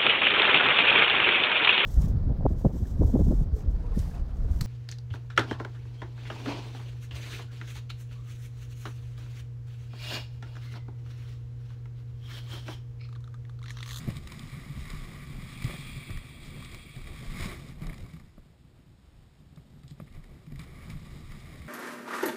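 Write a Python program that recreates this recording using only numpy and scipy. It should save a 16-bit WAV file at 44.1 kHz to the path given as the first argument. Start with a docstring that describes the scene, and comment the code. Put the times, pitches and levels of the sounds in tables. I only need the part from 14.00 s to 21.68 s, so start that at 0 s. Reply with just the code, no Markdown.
"""A plastic hull with a camera strapped on deck is towed over crusty snow and stones, stops, and is towed on.
From the start, streams of clicks ring the shell as drumming and the mount as grind, under thumps, cracks and knocks.
A smooth hiss of fine grains joins after 1.5 s and fades by 4 s; near 4.4 s the scrape sinks, and the hull rests.
From about 5.5 s bumps return, then the drumming and scrape swell again; light wind, a shaped noise, runs throughout.
The camera samples slowly and holds each value, so a mirror of the sound lies around the sampling rate."""
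import sys
import numpy as np
from scipy import signal
from scipy.fft import rfft, irfft
from scipy.io import wavfile

SR = 44100
rng = np.random.default_rng(int(sys.argv[2]) if len(sys.argv) > 2 else 0)


def inscribe(sig):
    """Save sig as 16-bit PCM at rate SR to the path in sys.argv[1].

    A 1-D sig is mono; a 2-D sig holds one channel per row.
    Samples are clipped to [-1, 1] before scaling.
    """
    pcm = np.round(np.clip(np.atleast_2d(sig).T, -1, 1) * 32767)
    wavfile.write(sys.argv[1], SR, pcm.astype(np.int16))


N = 338688

# Source levels in these tables are settings ahead of each layer's fixed trim.
# How hard the ground drums the shell. Each row: time in seconds, level in dB.
HAUL = [(0, -43), (.3, -44.5), (.6, -46.5), (.92, -43.5), (1.3, -48), (1.7, -45.5), (1.95, -46.5),
        (2.08, -50), (2.6, -46), (2.9, -51), (3.25, -47), (3.44, -40.5), (3.74, -48.5), (3.9, -43.5),
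        (4.02, -45), (4.08, -49), (4.22, -51.5), (4.3, -59), (5.4, -61.5), (5.75, -55.5), (5.97, -56),
        (6.3, -52), (6.46, -55), (6.72, -45.5), (7.12, -48), (7.3, -47.5), (7.5, -46), (7.68, -47.5)]
# Drumming resonances of the shell. Each row: centre in Hz, width in Hz, relative level in dB.
SHELL_MODES = [(133.5, 38.2, 5), (256.3, 89.6, -8)]
# Rattle resonances in the hollow of the hull. Each row: centre in Hz, width in Hz, relative level in dB.
HOLLOW_MODES = [(342, 62, -2.5), (595, 217, -4.5), (651, 170, -3.5)]
# Slow mode of the whole boat. Its row: centre in Hz, width per pass in Hz, relative level in dB.
PITCHING_MODE = [(26.9, 19.7, 0)]
# The camera shaking on its arm. Its row: centre in Hz, width per pass in Hz, relative level in dB.
SHUDDER_MODE = [(63.5, 30.5, 0)]
# The bow lurches over a ridge. Each row: peak in seconds, pitching in dB, length in seconds, shudder in dB.
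LURCHES = [(.07, -50, .04, -56), (0.413, -51, 0.12, -64), (0.647, -47, .04, -49), (.79, -47, 0.071, -46),
           (0.935, -36.5, 0.056, -51.5), (1.313, -44.5, 0.24, -58), (1.663, -35, 0.062, -53),
           (1.936, -45, 0.046, -53), (2.144, -40, 0.076, -50), (2.505, -45.5, 0.13, -53),
           (2.725, -42, 0.086, -60), (3.004, -40.5, 0.064, -58), (3.11, -46, 0.056, -48.5),
           (3.297, -40.5, 0.039, -66), (3.433, -43, 0.042, -46), (3.88, -38, 0.048, -57),
           (4.004, -41, .04, -58), (4.224, -51, 0.037, -72), (4.385, -50.5, 0.049, -68),
           (6.165, -44, 0.078, -58), (6.307, -49, 0.044, -72), (6.547, -51, 0.066, -51),
           (6.968, -44, 0.14, -55), (7.115, -52, .04, -51.5), (7.3, -44.5, 0.12, -57.5),
           (7.62, -54, 0.033, -50.5)]
# Lumps under the keel. Each row: start in seconds, level in dB, pitch in Hz, time to fall 60 dB in seconds.
THUMPS = [(.077, -21.5, 133, 0.089), (0.101, -21.5, 102, 0.05), (.127, -30, 117, 0.067),
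          (.159, -30.5, 134, 0.14), (.525, -35, 135, 0.14), (.574, -32, 139, 0.1), (.698, -30.5, 145, 0.16),
          (.768, -33, 138, .12), (.931, -36, 150, 0.24), (1.299, -28, 136, 0.084),
          (1.644, -15.5, 124, 0.06), (1.784, -35, 139.6, 0.16), (1.961, -29, 125, 0.098),
          (2.103, -31, 101, 0.14), (2.149, -25.5, 120, 0.062), (2.648, -35, 138, 0.073),
          (2.732, -38, 123, 0.065), (2.964, -28.5, 125, 0.071), (3.457, -16, 172, 0.031),
          (3.818, -24, 151, 0.064), (3.885, -39, 164, .11), (4.024, -29, 100, .063),
          (4.132, -39, 157, 0.22), (5.573, -41, 149, 0.086), (5.835, -39, 135, .14),
          (5.91, -37.5, 142, 0.12), (6.017, -29, 149, 0.055), (6.174, -37, 149, 0.094),
          (6.472, -34.5, 147, 0.096), (6.518, -31.5, 152, 0.092), (6.545, -33.5, 137, .1),
          (6.59, -31.5, 159, 0.081), (6.947, -32, 153, 0.12), (7.228, -39, 101, .093)]
# The steady scrape. 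Each row: time in seconds, grind in dB, crunch in dB.
SCRAPE = [(0, -52.5, -58), (.23, -56.5, -61.5), (.36, -53.5, -58.5), (.75, -52.5, -61), (.95, -50, -55.5),
          (1.25, -52, -61), (1.8, -52, -56), (2.15, -54.5, -69), (2.4, -58, -68), (2.7, -54.5, -62),
          (2.87, -59, -69), (3.12, -54.5, -60), (3.36, -49.5, -54), (3.62, -55, -59.5),
          (3.77, -64.5, -69.5), (3.85, -56, -64), (4.15, -63.5, -68), (4.4, -81, -81.5),
          (5.6, -80.5, -77.5), (6.0, -75, -74), (6.12, -65, -72), (6.5, -68.5, -73.5), (6.67, -59, -67),
          (7.0, -58, -63.5), (7.25, -57.5, -62), (7.68, -55.5, -63.5)]
# A harder patch rasps along the hull. Each row: peak in seconds, grind in dB, length in seconds,
# crunch in dB over the grind, rattle in dB over the grind.
RASPS = [(0.095, -51, 0.038, -7, -1), (0.164, -49, 0.025, -5.5, -13), (.32, -52, 0.052, -11, -14),
         (.82, -54.5, 0.049, -1.5, -4), (.9, -47, .03, -10, -16), (1.21, -50, .02, -14, -19),
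         (1.506, -62, .04, 4, -14), (1.678, -45, 0.047, -11, -7), (1.74, -50, .03, -15, -1),
         (2.1, -53, .02, -14, 1.5), (2.27, -58.5, 0.048, -3, -4), (2.458, -57.5, .05, 0, -8),
         (2.655, -50, .012, -11, -9), (2.742, -56.5, 0.051, -4, -1), (2.98, -57.5, 0.038, -8, 3),
         (3.1, -59, 0.059, -9, 6), (3.24, -59.5, 0.046, -8, 7), (3.428, -40.5, 0.059, -5, -6),
         (3.508, -45, 0.072, -10, -4), (3.695, -57.5, 0.035, -5, -6), (3.84, -56.5, 0.025, -9, 1.5),
         (3.91, -62, .03, -10, 5), (4.01, -61, 0.039, -5, 3), (5.582, -61, .01, -14, -8),
         (5.839, -60, 0.0074, -11, -8), (5.903, -77.5, 0.028, 15, 1.5), (6.008, -59, 0.013, -16, 1),
         (6.078, -59, .012, -14, -9), (6.158, -60, 0.037, -11, 1), (6.605, -52.5, 0.021, -10, -19),
         (6.635, -62, .015, 0, -12), (6.91, -52, .025, -6, -17), (7.323, -55, 0.042, -20, -13),
         (7.55, -62.5, 0.077, -2, 5.5)]
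# Grind resonances of the camera mount. Each row: centre in Hz, width in Hz, relative level in dB.
MOUNT_MODES = [(1159, 126, 3.5), (1510, 280, -4), (1967, 362, 3.5), (2328, 308, 3), (2920, 330, -10),
               (3445, 310, -5.5)]
# Bright crunch resonances. Each row: centre in Hz, width in Hz, relative level in dB.
CRUNCH_MODES = [(3645, 470, -4), (4190, 900, -1), (4820, 580, -1.5), (5660, 310, -10.5), (3396, 1050, -4.5)]
# A stretch of smooth packed snow, hissing. Each row: time in seconds, level in dB.
GLIDE = [(0, -69), (.8, -70), (1.2, -64), (1.5, -54), (1.65, -49.5), (1.9, -49), (2.15, -50.5), (2.25, -57),
         (2.6, -53), (2.8, -53.5), (3.0, -56.5), (3.3, -58), (3.45, -58), (3.7, -69), (4.1, -100),
         (7.68, -91)]
# Hiss resonances of packed snow. Each row: centre in Hz, width in Hz, relative level in dB.
PACKED_MODES = [(2314, 166, 2), (2800, 310, -18), (3257, 127, 0), (3670, 1350, -8.5), (4900, 450, -11)]
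# Crust cracking. Each row: start in seconds, level in dB, brightness in dB.
CRACKS = [(.07, -38.5, 5), (.102, -30, 3), (.167, -32, 6.5), (0.2718, -26.5, 3), (.3184, -26.5, -0.5),
          (.392, -30.5, 8), (.43, -35, 4.5), (0.808, -39, 7), (.853, -34, 0), (0.901, -31, 10),
          (1.6207, -27, -1), (1.641, -23, 2.5), (1.707, -30, -2), (1.736, -34, 3), (2.1037, -30, 2),
          (2.171, -29.5, -0.5), (2.622, -31, 1), (2.646, -32.5, 8.5), (2.744, -28.5, 2), (2.961, -32, 1.5),
          (3.07, -36, -3), (3.422, -30, -4), (3.4425, -27, -1), (3.592, -36, 3), (3.685, -36, 4),
          (3.818, -34.5, 0.5), (3.834, -43, -6), (3.8671, -31, 1), (3.895, -36, -5.5), (3.928, -36, -4.5),
          (3.94, -35, 1), (3.9785, -37, 3), (4.003, -40, 2), (4.024, -45, 10), (4.06, -40, -0.5),
          (4.09, -44, 0), (4.133, -38.5, 0.5), (4.163, -45.5, -2), (4.196, -42, -2), (5.559, -47, 11),
          (5.833, -48, 5), (5.8788, -49.5, 19), (5.907, -39, 5), (6.012, -52, -3), (6.124, -47, 5),
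          (6.1474, -45, 1), (6.239, -41.5, -0.5), (6.464, -44, 0), (6.519, -41.5, 0), (6.557, -38.5, -0.5),
          (6.592, -30.5, 3), (6.6144, -41, 7), (6.636, -46, 10), (6.899, -30.5, 0.5), (7.318, -36, 3.5),
          (7.346, -43, -1), (7.617, -38.5, -2)]
# Fittings knocking on deck. Each row: start in seconds, level in dB, hardness in dB per octave.
KNOCKS = [(.077, -42.5, -6), (.086, -35.5, -2.5), (1.695, -34.5, 6), (1.707, -40, 5), (2.097, -42, 1),
          (3.815, -48, 0), (3.891, -44, 7), (4.379, -45, 1.5), (5.574, -49.5, 7), (6.0, -35.5, 4),
          (6.523, -52, -6.5)]
# Modes of the deck. Each row: pitch in Hz, relative level in dB, time to fall 60 dB in seconds.
DECK_MODES = [(202.5, 14.5, 0.024), (284, -3, 0.019), (406, -29, 0.023), (598, 5, 0.019),
              (880, 2.5, 0.0083), (1144, 4.5, 0.0082), (1640, -10, 0.011), (2310, -9.5, 0.0077)]
# Spectrum of the wind. Each row: frequency in Hz, relative density in dB per Hz.
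WIND_SPECTRUM = [(12, -46), (20, -15), (32, -4), (48, -1.5), (144, -5), (166, -22), (313, -16),
                 (435, -25.5), (1310, -30.5), (3280, -33), (5500, -36.5), (7150, -81), (12100, -120)]

# Layers that follow the drumming: dB at the reference, share of its swing, wander in dB, wander corner in Hz.
PITCH_LAW, SHUDDER_LAW, RATTLE_LAW = (-53, 2, 3, 5), (-60, .7, 2, 4), (-61.5, 0.85, 2, 6)
DRUM_REFERENCE_DB = -47
DRUM_WANDER_DB, DRUM_WANDER_HZ = 2, 5.3
SWELL_RISE_SHARE = 0.7   # a swell rises in this share of the time it takes to fall
THUMP_RISE_S, KNOCK_RISE_S = 0.0056, 0.0013
CRACK_RISE_S, CRACK_DECAY_S = 0.0017, 0.0027   # time constants; the decay is for brightness 0
BRIGHT_SHORTENS = 0.29   # dB the decay time shrinks per dB of brightness
WIND_DB = -58
SAMPLING_HZ, GUARD_HZ, CUTOFF_HZ = 12000, 6020, 15270


def drumming(drum_db, rattle_db):
    """Soft bumps of the ground, hundreds a second, ring the shell; smaller ones join them to rattle its hollow."""
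    bumps = grains(500, 2.3, 0.53)
    small_bumps = 0.19 * bumps + grains(1800, 2.0, 0.43)
    shell = from_db(drum_db) * rms_one(resonate(bumps, SHELL_MODES))
    rattle = from_db(rattle_db - 0.5) * rms_one(resonate(small_bumps, HOLLOW_MODES))
    return shell + rattle


def rocking(pitch_db, shudder_db):
    """The same jolts pitch the boat and shake the camera; each mode is passed twice for a narrow band."""
    jolts = grains(900, 1.0, 0.3)
    pitching = rms_one(resonate(resonate(jolts, PITCHING_MODE), PITCHING_MODE))
    shudder = rms_one(resonate(resonate(jolts, SHUDDER_MODE), SHUDDER_MODE))
    return from_db(pitch_db + 1.0) * pitching + from_db(shudder_db + 7.0) * shudder


def thumps():
    """Each lump gives a few cycles of the shell's lowest mode with a weaker, shorter upper one."""
    out = np.zeros(N)
    for s, level_db, hz, t60 in THUMPS:
        low = decaying(hz, t60, THUMP_RISE_S)
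        upper = 0.21 * decaying(1.85 * hz, 0.71 * t60, THUMP_RISE_S)
        add(out, s, -from_db(level_db + 4.5) * (low + upper))
    return out


def grind(grind_db, crunch_db):
    """Ice grains scour the hull and ring the mount; with finer grains added they ring as bright crunch."""
    scour = grains(6000, 1.34, 1.18)
    finer = 0.78 * scour + grains(9800, 4.1, 0.87)
    through_mount = from_db(grind_db - 1.5) * rms_one(resonate(scour, MOUNT_MODES))
    crunch = from_db(crunch_db + 1) * rms_one(resonate(finer, CRUNCH_MODES))
    return through_mount + crunch


def glide(level_db):
    """Very fine, even grains ring the packed snow's resonances: a steady hiss."""
    return from_db(level_db) * rms_one(resonate(grains(15000, 2.6, 0.33), PACKED_MODES))


def cracks():
    """Breaking crust gives short noise bursts on both paths of the grind; bright ones favour the crunch."""
    dull, bright = np.zeros(N), np.zeros(N)
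    t = np.arange(round(.04 * SR)) / SR
    onset = 1 - np.exp(-t / CRACK_RISE_S)   # a crack takes a moment to run
    for s, level_db, bright_db in CRACKS:
        decay = np.exp(-t / CRACK_DECAY_S * from_db(BRIGHT_SHORTENS * bright_db))
        burst = rng.standard_normal(len(t)) * onset * decay
        add(dull, s, from_db(level_db - bright_db) * burst)
        add(bright, s, from_db(level_db + bright_db) * burst)
    return from_db(7.0) * resonate(dull, MOUNT_MODES) + from_db(3.5) * resonate(bright, CRUNCH_MODES)


def knocks():
    """Every knock strikes all deck modes; a harder contact tilts the level towards the higher ones."""
    out = np.zeros(N)
    for s, knock_db, hardness_db in KNOCKS:
        for hz, mode_db, t60 in DECK_MODES:
            tilt_db = hardness_db * np.log2(hz / 650)
            add(out, s, -from_db(knock_db + mode_db + tilt_db) * decaying(hz, t60, KNOCK_RISE_S))
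    return out


def wind():
    """Air blowing on the microphone port: noise with a falling spectrum, wavering a little."""
    hz = np.arange(N // 2 + 1) * SR / N + 1   # the 1 keeps the logarithm finite
    knots_hz, knots_db = np.transpose(WIND_SPECTRUM)
    shape = from_db(np.interp(np.log(hz), np.log(knots_hz), knots_db))
    noise = irfft(rfft(rng.standard_normal(N)) * shape, N)
    waver_db = .6 * drift(8)
    return from_db(WIND_DB + waver_db) * rms_one(noise)


def grains(per_s, spread_db, clump_db):
    """Random clicks of uneven size and either sign whose strength comes in clumps; rms 1."""
    sizes = from_db(spread_db * np.minimum(rng.exponential(1, N), 4)) * rng.choice([-1, 1], N)
    born = rng.random(N) < per_s / SR
    clumps = from_db(clump_db * (drift(8.1) + drift(64)))
    return rms_one(sizes * born * clumps)


def resonate(x, peaks):
    """Parallel two-pole resonances, summed with alternating sign."""
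    out = 0
    for k, (hz, width_hz, level_db) in enumerate(peaks):
        r = np.exp(-np.pi * width_hz / SR)
        b = np.array([1, 0, -1]) * (1 - r * r) / 2
        a = [1, -2 * r * np.cos(2 * np.pi * hz / SR), r * r]
        out = out + (-1) ** k * from_db(level_db) * signal.lfilter(b, a, x)
    return out


def decaying(hz, t60, rise_s):
    """A sine that swells quickly and dies away, cut at 0.2 s."""
    t = np.arange(round(.2 * SR)) / SR
    return np.sin(2 * np.pi * hz * t) * (1 - np.exp(-t / rise_s)) * from_db(-60 * t / t60)


def add(out, s, sound):
    """Mixes a short sound in at a time in seconds."""
    i = round(s * SR)
    out[i:i + len(sound)] += sound[:N - i]


def swells(base_db, events, level_db):
    """A level in dB with a short bell-shaped swell laid on it at each event, summed as power."""
    t, power = np.arange(N) / SR, from_db(2 * base_db)   # twice the dB as gain is power
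    for (s, _, length_s, *_), top_db in zip(events, level_db):
        near = slice(max(round((s - 6 * length_s) * SR), 0), round((s + 6 * length_s) * SR))
        span = np.where(t[near] < s, SWELL_RISE_SHARE * length_s, length_s)
        power[near] += from_db(2 * top_db) * np.exp(-2 * ((t[near] - s) / span) ** 2)
    return 10 * np.log10(power)


def following(drum_db, law):
    """A level that takes a share of the drumming's swing and wanders by chance."""
    level_db, share, wander_db, wander_hz = law
    return level_db + share * (drum_db - DRUM_REFERENCE_DB) + wander_db * drift(wander_hz)


def drift(corner_hz):
    """Slow chance of spread 1: noise at a 40th of the rate through a double one-pole low-pass."""
    r = np.exp(-80 * np.pi * corner_hz / SR)
    slow = signal.lfilter([1], [1, -2 * r, r * r], rng.standard_normal(N // 40 + 2002))
    slow = slow[2000:]   # drops the filter's settling
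    return np.interp(np.arange(N) / 40, np.arange(len(slow)), rms_one(slow))


def in_time(rows):
    """The columns of a curve table, one value per sample."""
    s, *columns = np.transpose(rows)
    return [np.interp(np.arange(N) / SR, s, c) for c in columns]


def from_db(db):
    """Decibels to gain."""
    return 10 ** (np.asarray(db) / 20)


def rms_one(x):
    """Scaled to unit rms."""
    return x / np.sqrt(np.mean(x ** 2) + 1e-20)


def scene():
    """All sources summed in one channel; lurches lift the rocking, rasps lift grind, crunch and rattle."""
    drum_db, = in_time(HAUL)
    grind_db, crunch_db = in_time(SCRAPE)
    _, lurch_db, _, shake_db = np.transpose(LURCHES)
    _, rasp_db, _, crunch_over_db, rattle_over_db = np.transpose(RASPS)

    rattle_db = swells(following(drum_db, RATTLE_LAW), RASPS, rasp_db + rattle_over_db)
    body = drumming(drum_db + DRUM_WANDER_DB * drift(DRUM_WANDER_HZ), rattle_db)
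    pitch_db = swells(following(drum_db, PITCH_LAW), LURCHES, lurch_db)
    shudder_db = swells(following(drum_db, SHUDDER_LAW), LURCHES, shake_db)
    body = body + rocking(pitch_db, shudder_db)

    grind_db = swells(grind_db, RASPS, rasp_db)
    crunch_db = swells(crunch_db, RASPS, rasp_db + crunch_over_db)
    scrape = grind(grind_db, crunch_db) + glide(*in_time(GLIDE))
    return (body + thumps() + scrape + cracks() + knocks() + wind())[None]


def record(dry):
    """The camera's guard low-pass, slow sampling with each sample held until the next, and top cut."""
    guarded = signal.sosfilt(signal.cheby1(8, .5, GUARD_HZ, fs=SR, output="sos"), dry)
    carrier = np.cos(2 * np.pi * SAMPLING_HZ * np.arange(N) / SR)
    sampled = guarded * (1 + 2 * carrier)   # the sound and its first mirror pair
    hold = np.sinc(np.arange(N // 2 + 1) * SR / N / SAMPLING_HZ)   # a staircase has this response
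    stairs = irfft(rfft(sampled) * hold, N)
    return signal.sosfilt(signal.ellip(9, .5, 45, CUTOFF_HZ, fs=SR, output="sos"), stairs)


dry = scene()
out = record(dry)
inscribe(out)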